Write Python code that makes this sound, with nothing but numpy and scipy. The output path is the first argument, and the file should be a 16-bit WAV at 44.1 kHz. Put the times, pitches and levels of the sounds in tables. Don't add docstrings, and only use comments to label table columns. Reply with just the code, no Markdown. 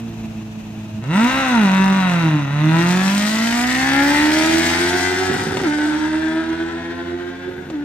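import sys
import numpy as np
from scipy import signal
from scipy.fft import rfft, irfft
from scipy.io import wavfile
from scipy.ndimage import uniform_filter1d, map_coordinates

SR = 44100
rng = np.random.default_rng(int(sys.argv[2]) if len(sys.argv) > 2 else 0)


def unload_wav(signal):
    wavfile.write(
        sys.argv[1],
        SR,
        np.round(np.clip(np.atleast_2d(signal).T, -1, 1) * 32767).astype(np.int16),
    )


N = 345744
T = np.arange(N) / SR

# (multiple of the firing rate, relative level [dB])
HUM_TONES = [(0.25, -38), (0.5, -20), (0.75, -25), (1, -2), (1.25, -11), (1.5, -9.5), (1.75, -21), (2, 1.5),
             (2.25, -40), (2.5, -23), (2.75, -32), (3, -10)]
WHINE_TONES = [(4, -20), (6, -21.5)]
# (time [s], level [dB])
HUM_LEVEL = [(0, -27.5), (.45, -29.5), (.7, -31.5), (1.0, -27.5), (1.1, -30), (1.2, -47)]
# (frequency [Hz], relative level [dB])
RUMBLE_COLOUR = [(25, -40), (45, -9), (100, -12.5), (220, -7.5), (330, -13), (420, -26.5), (650, -18),
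                 (950, -22), (1100, -26.5), (2200, -29.5), (2630, -22.5), (3100, -31), (3900, -31.5),
                 (4600, -37), (6500, -35.5), (7500, -43.5), (10500, -52), (13700, -45.5), (15500, -57)]
# (time [s], firing rate [Hz])
LAUNCH_REVS = [(1.0, 108.2), (1.06, 125.6), (1.142, 181.9), (1.198, 221), (1.238, 236.6), (1.312, 262.1),
               (1.406, 269.2), (1.516, 248.8), (1.662, 193.8), (1.694, 189.8), (1.962, 193), (2.46, 138.1)]
# (time [s], opening [0-1])
THROTTLE = [(1.0, 0), (1.04, 0.06), (1.08, 0.04), (1.16, 0.41), (1.32, 0.52), (1.55, 0.45), (1.68, 0.39),
            (2.12, 0.36), (2.46, 0.11), (2.68, .25), (2.79, 0.55), (3.2, 0.97)]
# (firing rate [Hz], level [dB])
BOOM_BESIDE = [(108, -36), (128, -26), (158, -15.5), (182, -18.5), (194, -14.5), (228, -14.5), (246, -16.5),
               (263, -27)]
BOOM_BEHIND = [(180, -15.5), (218, -25), (245, -19), (268, -20.5), (290, -16.5), (324, -14.5), (338, -22),
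               (380, -21.5)]
# (multiple of the firing rate, relative level [dB])
THROB_TONES = [(.25, -4.5), (.5, -11.5), (.75, -6.5), (1.25, -2), (1.5, -1.5)]
# (frequency [Hz], gain [dB])
PIPE_COLOUR = [(30, -23.5), (60, -4), (88, -6), (130, 11), (190, -3.5), (250, 4), (325, 0.5), (352, -0.5),
               (400, -10), (520, -14.5), (760, -21)]
# (strength [dB], lateness [s])
CYLINDERS = [(3.5, 0), (-2.5, .00012), (-3.5, -.00006), (0, .00018)]
# (frequency [Hz], gain [dB])
BARK_BESIDE = [(100, -10.5), (380, 0.5), (480, -0.5), (700, 4.5), (820, 1.5), (960, 8), (1130, 0),
               (1400, 5.5), (1700, -1), (1950, 4), (2300, -4), (2750, 1.5), (3100, -13), (3900, -4.5),
               (4700, -31), (6400, -17), (7500, -39.5)]
BARK_BEHIND = [(100, 3), (420, -9), (520, -1), (690, 3), (870, 5.5), (1130, -5.5), (1400, 2.5), (1650, 5.5),
               (1950, 8.5), (2350, 0), (2800, -6.5), (3600, -7.5), (5000, -22.5), (14000, -50.5)]
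CRACK_COLOUR = [(600, -9), (2300, 7), (3300, 7), (4000, 5.5), (4800, 5.5), (6500, 0), (9000, -4.5),
                (10000, -14.5), (11500, -16), (13700, -9), (15500, -33)]
THUMP_COLOUR = [(40, -28), (90, -7.5), (165, -2), (260, -1.5), (390, -8.5), (500, -12.5), (900, -53.5)]
POP_COLOUR = [(60, -10), (200, 4), (500, 3), (900, -1.5), (1600, -11), (2500, -9), (8000, -24.5),
              (15000, -67)]
# (time [s], peak level [dB])
POPS = [(1.04, -17.5), (5.314, -10), (5.571, -6), (5.6, -12), (7.701, -17.5)]
# (start [s], time to engage [s], firing rate [Hz], climb [Hz/s])
GEARS = [(2.44, 0.027, 135.4, 92.14), (5.63, .05, 293.9, 40.07), (7.64, .13, 287.8, 25)]
# (frequency [Hz], gain [dB])
FAR_COLOUR = [(500, 1), (720, 0.5), (930, 3.5), (1200, -1), (1550, 5), (1950, -6.5), (3500, 1.5),
              (9000, 4.5), (14000, -2)]
# (start [s], end [s], thump level [dB])
LIMITER = [(5.292, 5.636, -27), (7.477, 7.738, -37)]
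# (frequency [Hz], left minus right [dB])
MIC_BALANCE = [(60, -2), (110, -1), (200, -1.5), (380, -2), (700, -0.5), (1290, 6.5), (2380, 1.5),
               (4400, -1.5), (8120, 13.5), (15000, 7.5)]


def undb(db):
    return 10 ** (np.asarray(db) / 20)


def curve(rows):
    return np.interp(T, *np.transpose(rows))


def unit(x):
    return x / np.sqrt(np.mean(x ** 2))


def even(x, size=4000):
    power = uniform_filter1d(uniform_filter1d(x ** 2, size), size)
    return x / np.sqrt(np.abs(power) + 1e-9 * np.mean(x ** 2))


def spectrum(points, hz):
    frequencies, db = np.transpose(points)
    return np.interp(np.log(hz + 1), np.log(frequencies), db)


def colour(x, points, size=4096):
    cepstrum = irfft(np.log(undb(spectrum(points, np.fft.rfftfreq(size, 1 / SR)))))
    cepstrum[1:size // 2] *= 2
    cepstrum[size // 2 + 1:] = 0
    return signal.fftconvolve(x, irfft(np.exp(rfft(cepstrum))))[:N]


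def walk(rate):
    step = int(SR / rate)
    stairs = np.repeat(rng.standard_normal(N // step + 2), step)
    return unit(uniform_filter1d(stairs, step)[:N])


def spikes(times, sizes, half_width=8):
    at = np.asarray(times)[:, None] * SR
    index = at.astype(int) + np.arange(1 - half_width, half_width + 1)
    shape = np.sinc(index - at) * np.sinc((index - at) / half_width)
    return np.bincount(np.clip(index, 0, N).ravel(), (shape * sizes[:, None]).ravel(), N + 1)[:N]


def delayed(x, seconds):
    return map_coordinates(x, [(T - seconds) * SR], order=1)


def revs(idle_hz=107.3, redline_hz=386.9, knee_hz=22.02):
    settling = idle_hz + 8 * np.exp(-T / .25)
    hz = np.where(T < LAUNCH_REVS[0][0], settling, curve(LAUNCH_REVS))
    for start, engage, from_hz, climb in GEARS:
        pull = from_hz + climb * (T - start)
        pull = redline_hz - knee_hz * np.logaddexp(0, (redline_hz - pull) / knee_hz)
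        hz = hz + (pull - hz) * np.clip((T - start) / engage, 0, 1)
    return hz


def crank(hz, wobble_s=.00005):
    return np.cumsum(hz) / SR + hz * wobble_s * walk(30)


def idle(fired, flutter_db=2.1):
    hum = sum(undb(db - flutter_db * walk(25)) * np.cos(2 * np.pi * (multiple * fired + rng.random()))
              for multiple, db in HUM_TONES + WHINE_TONES)
    return unit(hum) * undb(curve(HUM_LEVEL)) * (T < HUM_LEVEL[-1][0])


def grounds(level_db=-38.5, flicker_db=1.5, leave_db=-5):
    noises = (rng.standard_normal(N) * undb(flicker_db * walk(60)) for _ in range(2))
    middle, side = (unit(colour(noise, RUMBLE_COLOUR)) for noise in noises)
    side = colour(side, [(60, -11.5), (300, -10.5), (1000, -3), (3000, -2.5)])
    return (middle + np.outer([1, -1], side)) * undb(level_db + np.interp(T, [2, 6], [0, leave_db]))


def scatter(x, decay_s, size=16384):
    out, age = np.zeros(N + 4 * size), T[:2 * size]
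    x, window = np.pad(x, size), np.sqrt(np.hanning(size))
    fade = undb(-60 * age / decay_s) * (age > .001)
    for start in range(0, N + size, size // 2):
        echoes = unit(rng.standard_normal(len(age)) * fade) / np.sqrt(len(age))
        piece = signal.fftconvolve(x[start:start + size] * window, echoes)
        out[start:start + len(piece)] += piece
    return out[size:size + N]


def track_echoes(bike, wall_db=-9, stand_db=-11, tail_db=-14, gust_s=.00019):
    away = np.interp(T, [2, 6], [0, 1])
    swell = .5 + .5 * away
    bright = colour(bike, [(200, -21.5), (600, 3), (1500, 4), (5000, 4), (14000, 6.5)])
    dull = colour(bike, [(250, -4.5), (600, 8.5), (2000, 5.5), (6000, 11), (15000, -48)])
    stands = delayed(dull, seconds=.22 * (.6 + .4 * away)) * swell
    ears = []
    for wall_s in (.021 - .013 * away, .036 + .022 * away):
        benches = scatter(bright * undb(-7 + 4 * away), decay_s=.041, size=8192)
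        tail = scatter(dull * swell, decay_s=.76)
        wall = delayed(bright, wall_s + gust_s * away * walk(14))
        ears.append(benches + undb(wall_db) * wall + undb(tail_db) * tail)
    return bike + undb(stand_db) * stands + np.array(ears)


def strain(hz, relaxed, strained):
    return np.interp(hz, [252, 336], [relaxed, strained])


def swing():
    return np.interp(T, [2.65, 3.91], [0, 1])


def distance_db(loss_db_per_m, rolls_s=1.523, accel_m_s2=5.03, side_m=29.8):
    travelled = accel_m_s2 * np.maximum(T - rolls_s, 0) ** 2 / 2
    metres = np.hypot(side_m, travelled)
    return -20 * np.log10(metres / side_m) - loss_db_per_m * (metres - side_m)


def boom(hz, fired):
    angle, behind = 2 * np.pi * fired, swing()
    ring_db = (1 - behind) * spectrum(BOOM_BESIDE, hz) + behind * spectrum(BOOM_BEHIND, hz)
    waver_db = np.interp(hz, [315, 350], [1.1, 3.3])
    strength = undb(ring_db + upshift_db() + waver_db * walk(30))
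    octave_db = np.interp(behind, [0, 1], [-9.5, -15]) + 3.5 * walk(18)
    octave = np.cos(2 * angle) * strength * undb(octave_db)
    throb = sum(undb(db + walk(14)) * np.cos(multiple * angle) for multiple, db in THROB_TONES)
    throb *= undb(strain(hz, -38.5, -22.5) + limiter_db())
    note = strength * np.cos(angle) + colour(octave + throb, PIPE_COLOUR)
    return np.sqrt(2) * note * undb(distance_db(loss_db_per_m=.01) + limiter_db())


def firings(hz, fired, spark, jitter_s=.000025, limiter_jitter_s=.00044):
    number = np.arange(1, int(fired[-1]))
    times = np.interp(number, fired, T)
    at = (times * SR).astype(int)
    db, late_s = np.array(CYLINDERS)[number % 4].T * strain(hz[at], .55, .95)
    spread_s = jitter_s + limiter_jitter_s * np.abs(1 - spark[at])
    return times + late_s + spread_s * rng.standard_normal(len(times)), undb(db) * spark[at]


def exhaust_levels(bark_full_opening=.48):
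    opening, behind = np.maximum(curve(THROTTLE), 1e-3), swing()
    push_db = 20 * np.log10(np.minimum(opening / bark_full_opening, 1))
    aim_db = 2 * behind ** 2 - 6 * np.sin(np.pi * behind)
    bark_db = -21.5 + push_db + aim_db + distance_db(loss_db_per_m=.18) + limiter_db()
    beam_db = np.interp(T, [3.89, 4.57], [0, 7])
    crack_db = -27.5 + 28 * np.log10(opening) + beam_db + distance_db(loss_db_per_m=.69)
    return bark_db, crack_db


def bark(fired, times, sizes, bark_db, crack_db, gas_db=-13, hiss_db=-7, beat_hz=12):
    pulses = even(spikes(times, sizes))
    puffs = np.exp(-(fired % 1) / .5) * np.interp(T, times, sizes)
    gas = even(puffs * rng.standard_normal(N))
    flow = pulses + undb(gas_db) * gas / 2
    behind = swing()
    body = (1 - behind) * colour(flow, BARK_BESIDE) + behind * colour(flow, BARK_BEHIND)
    jitter_s, uneven_db = rng.normal(0, [.00012, 3.5], (len(times), 2)).T
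    fronts = even(spikes(times + jitter_s, sizes ** .11 * undb(uneven_db)))
    crack = colour(fronts + undb(hiss_db) * gas, CRACK_COLOUR)
    far = np.interp(T, [4.1, 5.9], [0, 1])
    body, crack = (even((1 - far) * x + far * colour(x, FAR_COLOUR)) for x in (body, crack))
    beat_db = 2 * far * np.sin(2 * np.pi * (beat_hz * T + .36 * walk(7)))
    return body * undb(bark_db + beat_db) + crack * undb(crack_db + 1.04 * walk(25))


def thumps(times, sizes, bark_db, below_bark_db=17):
    knocks = spikes(times, sizes * rng.standard_normal(len(times)))
    cuts = sum(undb(db) * ((T > start) & (T < end)) for start, end, db in LIMITER)
    level = uniform_filter1d(cuts, size=500) + undb(bark_db - below_bark_db)
    return even(colour(knocks, THUMP_COLOUR)) * level


def fuel_pops():
    times, db = np.transpose(POPS)
    pops = colour(spikes(times, undb(db)), POP_COLOUR)
    return pops * undb(db.max()) / np.abs(pops).max()


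def limiter_stutter(rate_hz=200, depth=.33):
    limited = sum((T > start) & (T < end) for start, end, _ in LIMITER)
    return 1 + limited * depth * np.tanh(3 * walk(rate_hz))


def limiter_db(sag_db=-5, sag_s=.22):
    return sag_db * sum(np.clip((T - start) / sag_s, 0, 1) * (T < end) for start, end, _ in LIMITER)


def upshift_db(swell_db=4.5, fade_s=.21):
    swell = np.zeros(N)
    for start, engage, _, _ in GEARS[1:]:
        rise = np.clip((T - start) / engage, 0, 1)
        swell += rise * np.exp(-(np.maximum(T - start - engage, 0) / fade_s) ** 2)
    return swell_db * swell


def scene():
    hz = revs()
    fired, spark = crank(hz), limiter_stutter()
    times, sizes = firings(hz, fired, spark)
    bark_db, crack_db = exhaust_levels()
    exhaust = boom(hz, fired) * spark + bark(fired, times, sizes, bark_db, crack_db)
    exhaust += thumps(times, sizes, bark_db) + fuel_pops()
    launched = np.interp(T, [.95, 1.03], [0, 1])
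    return track_echoes(idle(fired) + launched * exhaust) + grounds()


def record(dry, right_lag_s=.00006, low_cut_hz=28, top_hz=15400):
    hz = np.fft.rfftfreq(N, 1 / SR)
    lean_db = spectrum(MIC_BALANCE, hz) / 2
    sides = np.array([undb(lean_db), undb(-lean_db) * np.exp(-2j * np.pi * hz * right_lag_s)])
    sound = irfft(rfft(dry) * sides, N)
    sound = signal.sosfilt(signal.butter(2, low_cut_hz, "highpass", fs=SR, output="sos"), sound)
    top_cut = signal.ellip(10, .2, 80, top_hz, fs=SR, output="sos")
    return signal.sosfilt(top_cut, np.clip(sound, -.9, .9))


dry = scene()
out = record(dry)
unload_wav(out)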